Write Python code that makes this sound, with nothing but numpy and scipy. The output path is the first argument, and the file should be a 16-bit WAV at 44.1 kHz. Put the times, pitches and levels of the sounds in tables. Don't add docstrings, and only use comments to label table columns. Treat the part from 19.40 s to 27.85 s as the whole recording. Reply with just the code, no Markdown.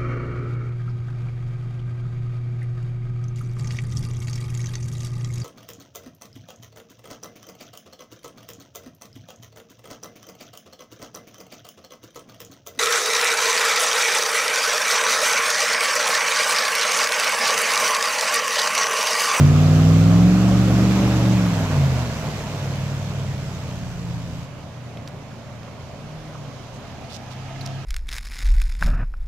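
import sys
import numpy as np
from scipy import signal
from scipy.fft import rfft, irfft, next_fast_len
from scipy.io import wavfile
from scipy.ndimage import uniform_filter1d

SR = 44100
rng = np.random.default_rng(int(sys.argv[2]) if len(sys.argv) > 2 else 0)


def transcribe(u):
    v = np.clip(np.atleast_2d(u).T, -1, 1)
    q = np.round(v * 32767).astype(np.int16)
    wavfile.write(sys.argv[1], SR, q)


N = 372644
TIME = np.arange(N) / SR


def gain_of(db):
    return 10 ** (np.asarray(db) / 20)


def evened(x):
    return x / np.sqrt(np.mean(x ** 2) + 1e-20)


def read(points, hz):
    f, value = np.transpose(points)
    return np.interp(np.log(hz + 1), np.log(f + 1), value)


def follow(rows, t):
    s, *columns = np.transpose(rows)
    return [np.interp(t, s, column) for column in columns]


def add(mix, start_s, sound):
    part = mix[:, round(start_s * SR):][:, :sound.shape[1]]
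    part += sound[:, :part.shape[1]]


def panned(x, pan_db):
    return x * gain_of([[pan_db / 2], [-pan_db / 2]])


def band(x, hz, spread):
    edges = [hz / spread, min(hz * spread, SR / 2.5)]
    return signal.sosfilt(signal.butter(2, edges, "band", fs=SR, output="sos"), x)


def wander(hz):
    f = np.geomspace(hz / 20, hz, 16)[:, None]
    t = TIME[::128]
    waves = np.sin(2 * np.pi * (f * t + rng.random((16, 1)))) / f ** 0.26
    return np.interp(TIME, t, evened(waves.sum(0)))


def tone(turns, db, waver_db, slip, apart):
    phase = 2 * np.pi * (turns + rng.random()) + slip * wander(14)
    skew = apart * wander(1.8)
    level = np.sqrt(2) * gain_of(db + waver_db * wander(16))
    return level * np.sin([phase + skew, phase - skew])


def leaving_engine():
    # start_s [s], engine cycles per second [Hz], base level_db of the exhaust [dB]
    course = [(0.0, 17.96, -7), (0.15, 18.82, -10), (0.5, 20.01, -7), (0.65, 20.63, -7.5),
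              (0.92, 22.84, -6), (1.05, 23.46, -6.5), (1.2, 23.43, -6.5), (1.65, 24.18, -6.5),
              (1.93, 23.61, -8), (2.05, 22.48, -12.5), (2.2, 20.4, -15.5), (2.4, 17.63, -15),
              (2.55, 15.95, -20.5), (2.75, 14.1, -30.5), (3.1, 12.65, -34.6), (3.4, 12.3, -31.6),
              (3.7, 12.78, -31), (3.95, 12.1, -32), (4.3, 11.3, -36.5), (4.8, 10.56, -36.5),
              (5.06, 10.52, -37.5)]
    strong_multiples = [5, 8, 11, 13, 16]
    # multiple, level_db against the strong ones together [dB]
    weak_multiples = [(3, -14.5), (6, -23), (7, -16), (9, -25.5), (10, -22), (12, -22.5), (14, -28.5),
                      (18, -35), (19, -30), (22, -33.5), (24, -30.5), (26, -32.5), (29, -36.5), (33, -35.5)]
    # pitch_hz [Hz], level_db [dB]
    pipe = [(50.0, -24), (65.0, -18.5), (90.0, 0.8), (115.0, -2.5), (135.0, -1), (160.0, -8), (180.0, -7.5),
            (200.0, -17), (235.0, -14), (290.0, -17.5), (330.0, -23.5), (390.0, -27)]
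    pulling_db = [-9.5, 0.5, -10, -2, -6.5]
    coasting_db = [8.5, -0.5, 4, 1.7, 8]
    # [s, s]
    lift = (2.37, 2.77)
    dips = {5: [(.93, -5.5, 0.078), (1.6, -4, 0.14)], 8: [(1.28, -4, .06), (1.78, -7.5, 0.064),
            (2.29, -10.5, 0.053), (4.7, -4, 0.33)], 11: [(.1, -5, .07), (2.4, -9, .14)],
            13: [(2.85, -12, 0.3)], 16: [(.9, -3, 0.21), (2.3, -5, 0.22), (3.12, -8, .1), (4.0, -5, .2)]}
    coast_weak_db, coast_waver_db = -2.5, 1.04

    rate, level_db = follow(course, TIME)
    turns = np.cumsum(rate) / SR
    lifted = np.interp(TIME, lift, [0, 1])

    levels = [level_db + read(pipe, k * rate) + pull_db + (coast_db - pull_db) * lifted
              for k, pull_db, coast_db in zip(strong_multiples, pulling_db, coasting_db)]
    load_db = 10 * np.log10(uniform_filter1d(sum(gain_of(db) ** 2 for db in levels), 6000))
    strong = 0
    for k, db in zip(strong_multiples, levels):
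        dip_db = sum(depth_db * np.exp(-((TIME - s) / half) ** 2) for s, depth_db, half in dips[k])
        waver_db = .6 + coast_waver_db * lifted
        strong = strong + tone(k * turns, db + dip_db, waver_db, slip=.07, apart=.09)

    weak = 0
    for k, db in weak_multiples:
        thin_db = 30 * np.minimum(np.log2(k * rate / 70), 0)
        weak_db = db + load_db + thin_db + coast_weak_db * lifted
        weak = weak + tone(k * turns, weak_db, waver_db=1.5, slip=0.037 + 0.034 * k, apart=0.051)

    rumble, roar = leaving_noise()
    firing = np.cos(2 * np.pi * strong_multiples[1] * turns)
    bank = np.cos(2 * np.pi * strong_multiples[0] * turns)
    puffs = 1 + .14 * firing + .07 * bank
    return strong + weak + rumble + roar * evened(puffs)


def leaving_noise():
    # start_s [s], level_db [dB]
    reach = [(0, -.5), (.9, -1), (1.6, 0.5), (2.3, -1.5), (3.8, -8.5), (4.3, -10), (5.05, -12.5)]
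    # level_db at reach 0 [dB], share of the reach followed
    layers = ([(-29.5, 0.88), (-30, 1.11), (-36, 0.97)])
    # pitch_hz [Hz], relative level_db [dB]
    roars = ([(210, -23), (350, -16), (377, -5.5), (466, -4), (541, -1), (769, -3), (875, -11), (1210, -6),
              (1510, -11.5), (2170, -16.5), (2490, -14.5), (3200, -27), (4160, -43), (7040, -120)],
              [(210, -38), (350, -29.5), (402, -4), (639, 2), (769, -5), (1020, -4.5), (1280, -8.5),
              (1480, -8.5), (1820, -11.5), (2500, -12.5), (3200, -22), (4160, -51), (7040, -120)])
    # [s, s]
    turn = ((1.1, 2))
    # pitch_hz [Hz], relative level_db [dB]
    hiss = ([(1760, -10), (3000, -6), (5260, -10.5), (6690, -11), (7720, -15), (8860, -25.5),
             (14000, -24.5), (15400, -34)])
    # pitch_hz [Hz], likeness [0 to 1]
    same = [(170, .98), (350, .96), (690, .92), (950, .72), (1300, .62), (1700, .33), (3400, .28),
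            (5200, .05)]
    return car_noise(reach, layers, roars, turn, hiss, same, swell_db=0.44, dull=0.55)


def car_noise(reach, layers, roars, turn, hiss, same, swell_db, dull):
    # pitch_hz [Hz], relative level_db [dB]
    rumble_shape = [(20, -30), (40, 1), (80, 3), (130, 14.5), (220, 10), (320, 2), (420, -5.5),
                    (600, -31.5)]
    frames, hz = N // 256 + 5, np.fft.rfftfreq(1024, 1 / SR)
    t = np.arange(frames) * 256 / SR
    reach_db = follow(reach, t)[0]
    low_db, mid_db, high_db = (db + share * reach_db for db, share in layers)
    a, b, c, d, patches = rng.standard_normal((frames, 513, 5)).T
    patches = evened(uniform_filter1d(uniform_filter1d(patches, 10, 0), 10, 1))
    swell = evened(uniform_filter1d(rng.standard_normal(frames), 6))
    shapes = (rumble_shape, *roars, hiss)
    low, first, last, high = (evened(gain_of(read(shape, hz)))[:, None] for shape in shapes)

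    moved = np.interp(t, turn, [0, 1])
    roar = first ** (1 - moved) * last ** moved * gain_of(mid_db)
    air_db = dull * np.clip(hz / 8000 - 1, 0, 1)[:, None] * (high_db - high_db.max())
    fan = high * gain_of(high_db + air_db + swell_db * swell)

    like = read(same, hz)[:, None]
    left, other = a + 1j * b, c + 1j * d
    right = like * left + np.sqrt(1 - like ** 2) * other
    spectra = np.array([left, right]) * gain_of(patches)

    def sound_of(spectrum):
        return signal.istft(spectrum, nperseg=1024, noverlap=768)[1]

    unit = sound_of(left).std()
    sizes = low * gain_of(low_db), np.hypot(roar, fan)
    return [sound_of(spectra * size)[:, :N] / unit for size in sizes]


def far_engine(rows, orders, waver_db, slip):
    hz, level_db = follow(rows, TIME)
    turns = np.cumsum(hz) / SR
    first_s, last_s = rows[0][0], rows[-1][0]
    fade = np.interp(TIME, [first_s - .05, first_s, last_s, last_s + .1], [0, 1, 1, 0])
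    return fade * sum(tone(k * turns, level_db + db, waver_db, slip, apart=0.14) for k, db in orders)


def coming_engine():
    course = [(5.04, 128.6, -42.7), (5.3, 122.85, -40), (5.9, 115.1, -43.6), (6.2, 113.8, -44.2),
              (7.6, 116, -44.8), (7.9, 128, -37), (8.1, 134.5, -35.5), (8.45, 134.3, -35)]
    orders = [(.75, -5.5), (1, 0), (1.5, -15.5), (1.75, -24), (2, -16)]
    return far_engine(course, orders, waver_db=1.8, slip=.2)


def coming_noise():
    # start_s [s], level_db [dB]
    reach = [(5.1, -5.5), (5.8, -7), (7.07, -3), (7.95, -2.5), (8.3, 1), (8.45, -1)]
    # level_db at reach 0 [dB], share of the reach followed
    layers = ([(-42.5, .05), (-41, .45), (-47.5, 0.95)])
    # pitch_hz [Hz], relative level_db [dB]
    roars = ([(210, -35), (350, -20), (377, -4), (410, -11), (588, 2), (844, -7.5), (1020, -7), (1800, -16),
              (2230, -15), (3200, -24), (4160, -51), (7040, -120)], [(210, -37), (350, -14), (458, -11),
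              (582, -8), (682, 0.5), (1120, -14.5), (1320, -7), (1430, -20), (1550, -12.5), (3200, -19.5),
              (4160, -46), (7040, -120)])
    # [s, s]
    turn = ((7.3, 8.1))
    # pitch_hz [Hz], relative level_db [dB]
    hiss = ([(1760, -9), (3000, -4), (6690, -11), (8980, -28.5), (11300, -28), (12400, -33), (13700, -57),
             (15400, -62)])
    # pitch_hz [Hz], likeness [0 to 1]
    same = [(60, 1), (240, 0.89), (950, 0.73), (3770, 0.046), (15000, 0.02)]
    return sum(car_noise(reach, layers, roars, turn, hiss, same, swell_db=0.5, dull=.1))


def knocks():
    knock_rows = [(5.909, -42, 1384), (6.275, -36, 1100), (6.944, -33.5, 1100), (7.046, -39, 1112),
                  (7.105, -38, 1080), (8.08, -39, 2500), (8.155, -37, 1810)]
    out, t = np.zeros((2, N)), np.arange(1500) / SR
    for s, db, hz in knock_rows:
        noise = rng.standard_normal(1500)
        ring = band(noise * t * np.exp(-t / .005), hz, spread=1.15)
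        add(out, s, panned(gain_of(db) * ring / abs(ring).max(), -5.0))
    return out


def engine_behind():
    course = [(5.04, 146, -43.2), (5.35, 153, -46), (6.1, 134.8, -43.5), (6.4, 135.3, -46.6),
              (6.6, 142.6, -40.7), (6.8, 157, -39.9), (7.1, 141.8, -42.5), (7.3, 136.8, -43.7),
              (7.7, 134.6, -45.7)]
    orders = [(1, 0), (1.25, -15), (2, -12.5)]
    return far_engine(course, orders, waver_db=1.8, slip=.2)


def twig_snaps():
    snap_rows = [(5.572, -31, 2880, -2, 1.27), (5.676, -27, 3680, -4, 1.56), (5.6855, -40, 5000, -2.5, 2),
                 (6.232, -36, 3100, -1, 2), (8.21, -33, 4150, -12, 1.1), (8.213, -30, 4240, -6, 1.07),
                 (8.258, -31, 4800, -3, 1.2), (8.262, -25, 4850, -8, 1.44), (8.274, -27, 3470, -11, 1.7)]
    out, t = np.zeros((2, N)), np.arange(600) / SR
    for s, db, hz, pan_db, spread in snap_rows:
        noise = rng.standard_normal(600)
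        burst = 2 * (t == 0) + noise * (np.exp(-t / .0016) + .15 * np.exp(-t / .006))
        crack = evened(band(burst, hz, spread))
        edge = evened(band(burst, 9000, spread=1.5))
        body = evened(band(burst, 2400, spread=1.8))
        snap = crack + 0.16 * edge + 0.32 * body
        add(out, s, panned(gain_of(db) * snap / abs(snap).max(), pan_db))
    return out


def leaf_rustles():
    rustle_rows = [(7.33, 0.057, -57, 5050, -11), (7.69, 0.043, -43.5, 3600, -6),
                   (7.718, 0.063, -43, 4200, -10), (7.897, .05, -47.5, 3700, -10),
                   (8.212, 0.027, -52, 4200, -9)]
    out = np.zeros((2, N))
    for s, length, db, hz, pan_db in rustle_rows:
        n = round(length * SR)
        clumps_db = 3.5 * evened(uniform_filter1d(rng.standard_normal(n), 60))
        grains = rng.standard_normal((2, n)) * gain_of(clumps_db)
        grains = band(grains, hz, spread=1.5) + 0.16 * band(grains, 10560, spread=1.1)
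        add(out, s, panned(gain_of(db) * evened(grains) * signal.windows.tukey(n, .55), pan_db))
    return out


def idling_engine():
    course = [(1.9, 41.6, -51), (3.3, 41.5, -58), (3.9, 39, -62), (4.3, 40, -52), (5, 39, -49.5),
              (5.1, 38.8, -60), (6, 38.3, -62), (6.5, 38.1, -58.5), (8.45, 38.6, -53.5)]
    orders = [(1, 0.5), (2, 2.5), (6, -0.5), (7, -2.5)]
    return far_engine(course, orders, waver_db=4.0, slip=0.33)


def ports(x, lean, lead):
    size = next_fast_len(N)
    hz = np.fft.rfftfreq(size, 1 / SR)
    port = gain_of(read(lean, hz) / 2) * np.exp(.5j * read(lead, hz))
    return irfft(rfft(x, size) * np.array([port, 1 / port]), size)[:, :N]


def scene():
    # pitch_hz [Hz], left minus right [dB]
    near_lean = [(60, .6), (130, -.6), (290, -1), (640, -1), (1400, -.4), (3000, -3.3), (6000, -7.5),
                 (8300, -2.5), (11000, -.8)]
    far_lean = [(60, 0.5), (150, 0.0), (380, -1.0), (950, -2.0), (2380, -5.0), (5970, -8.0), (15000, -1.0)]
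    # pitch_hz [Hz], how far left leads [radians]
    near_lead = [(170, -.3), (350, -.1), (1300, -.15), (2400, -1.3), (3400, -2)]
    far_lead = [(260, -.3), (600, -.1), (1300, .3), (2400, 0)]
    jump_s, blend_s = 5.052, .012
    after_share = np.clip((TIME - jump_s) / blend_s + .5, 0, 1)

    before = ports(leaving_engine() * np.sqrt(1 - after_share), near_lean, near_lead)
    arrivals = coming_noise() + coming_engine() + engine_behind()
    after = ports(arrivals * np.sqrt(after_share) + idling_engine(), far_lean, far_lead)
    return before + after + twig_snaps() + leaf_rustles() + knocks()


def record(dry):
    lowpass = signal.firwin(511, 15600, window=("kaiser", 9), fs=SR)
    return signal.oaconvolve(dry, lowpass[None], "same")


dry = scene()
out = record(dry)
transcribe(out)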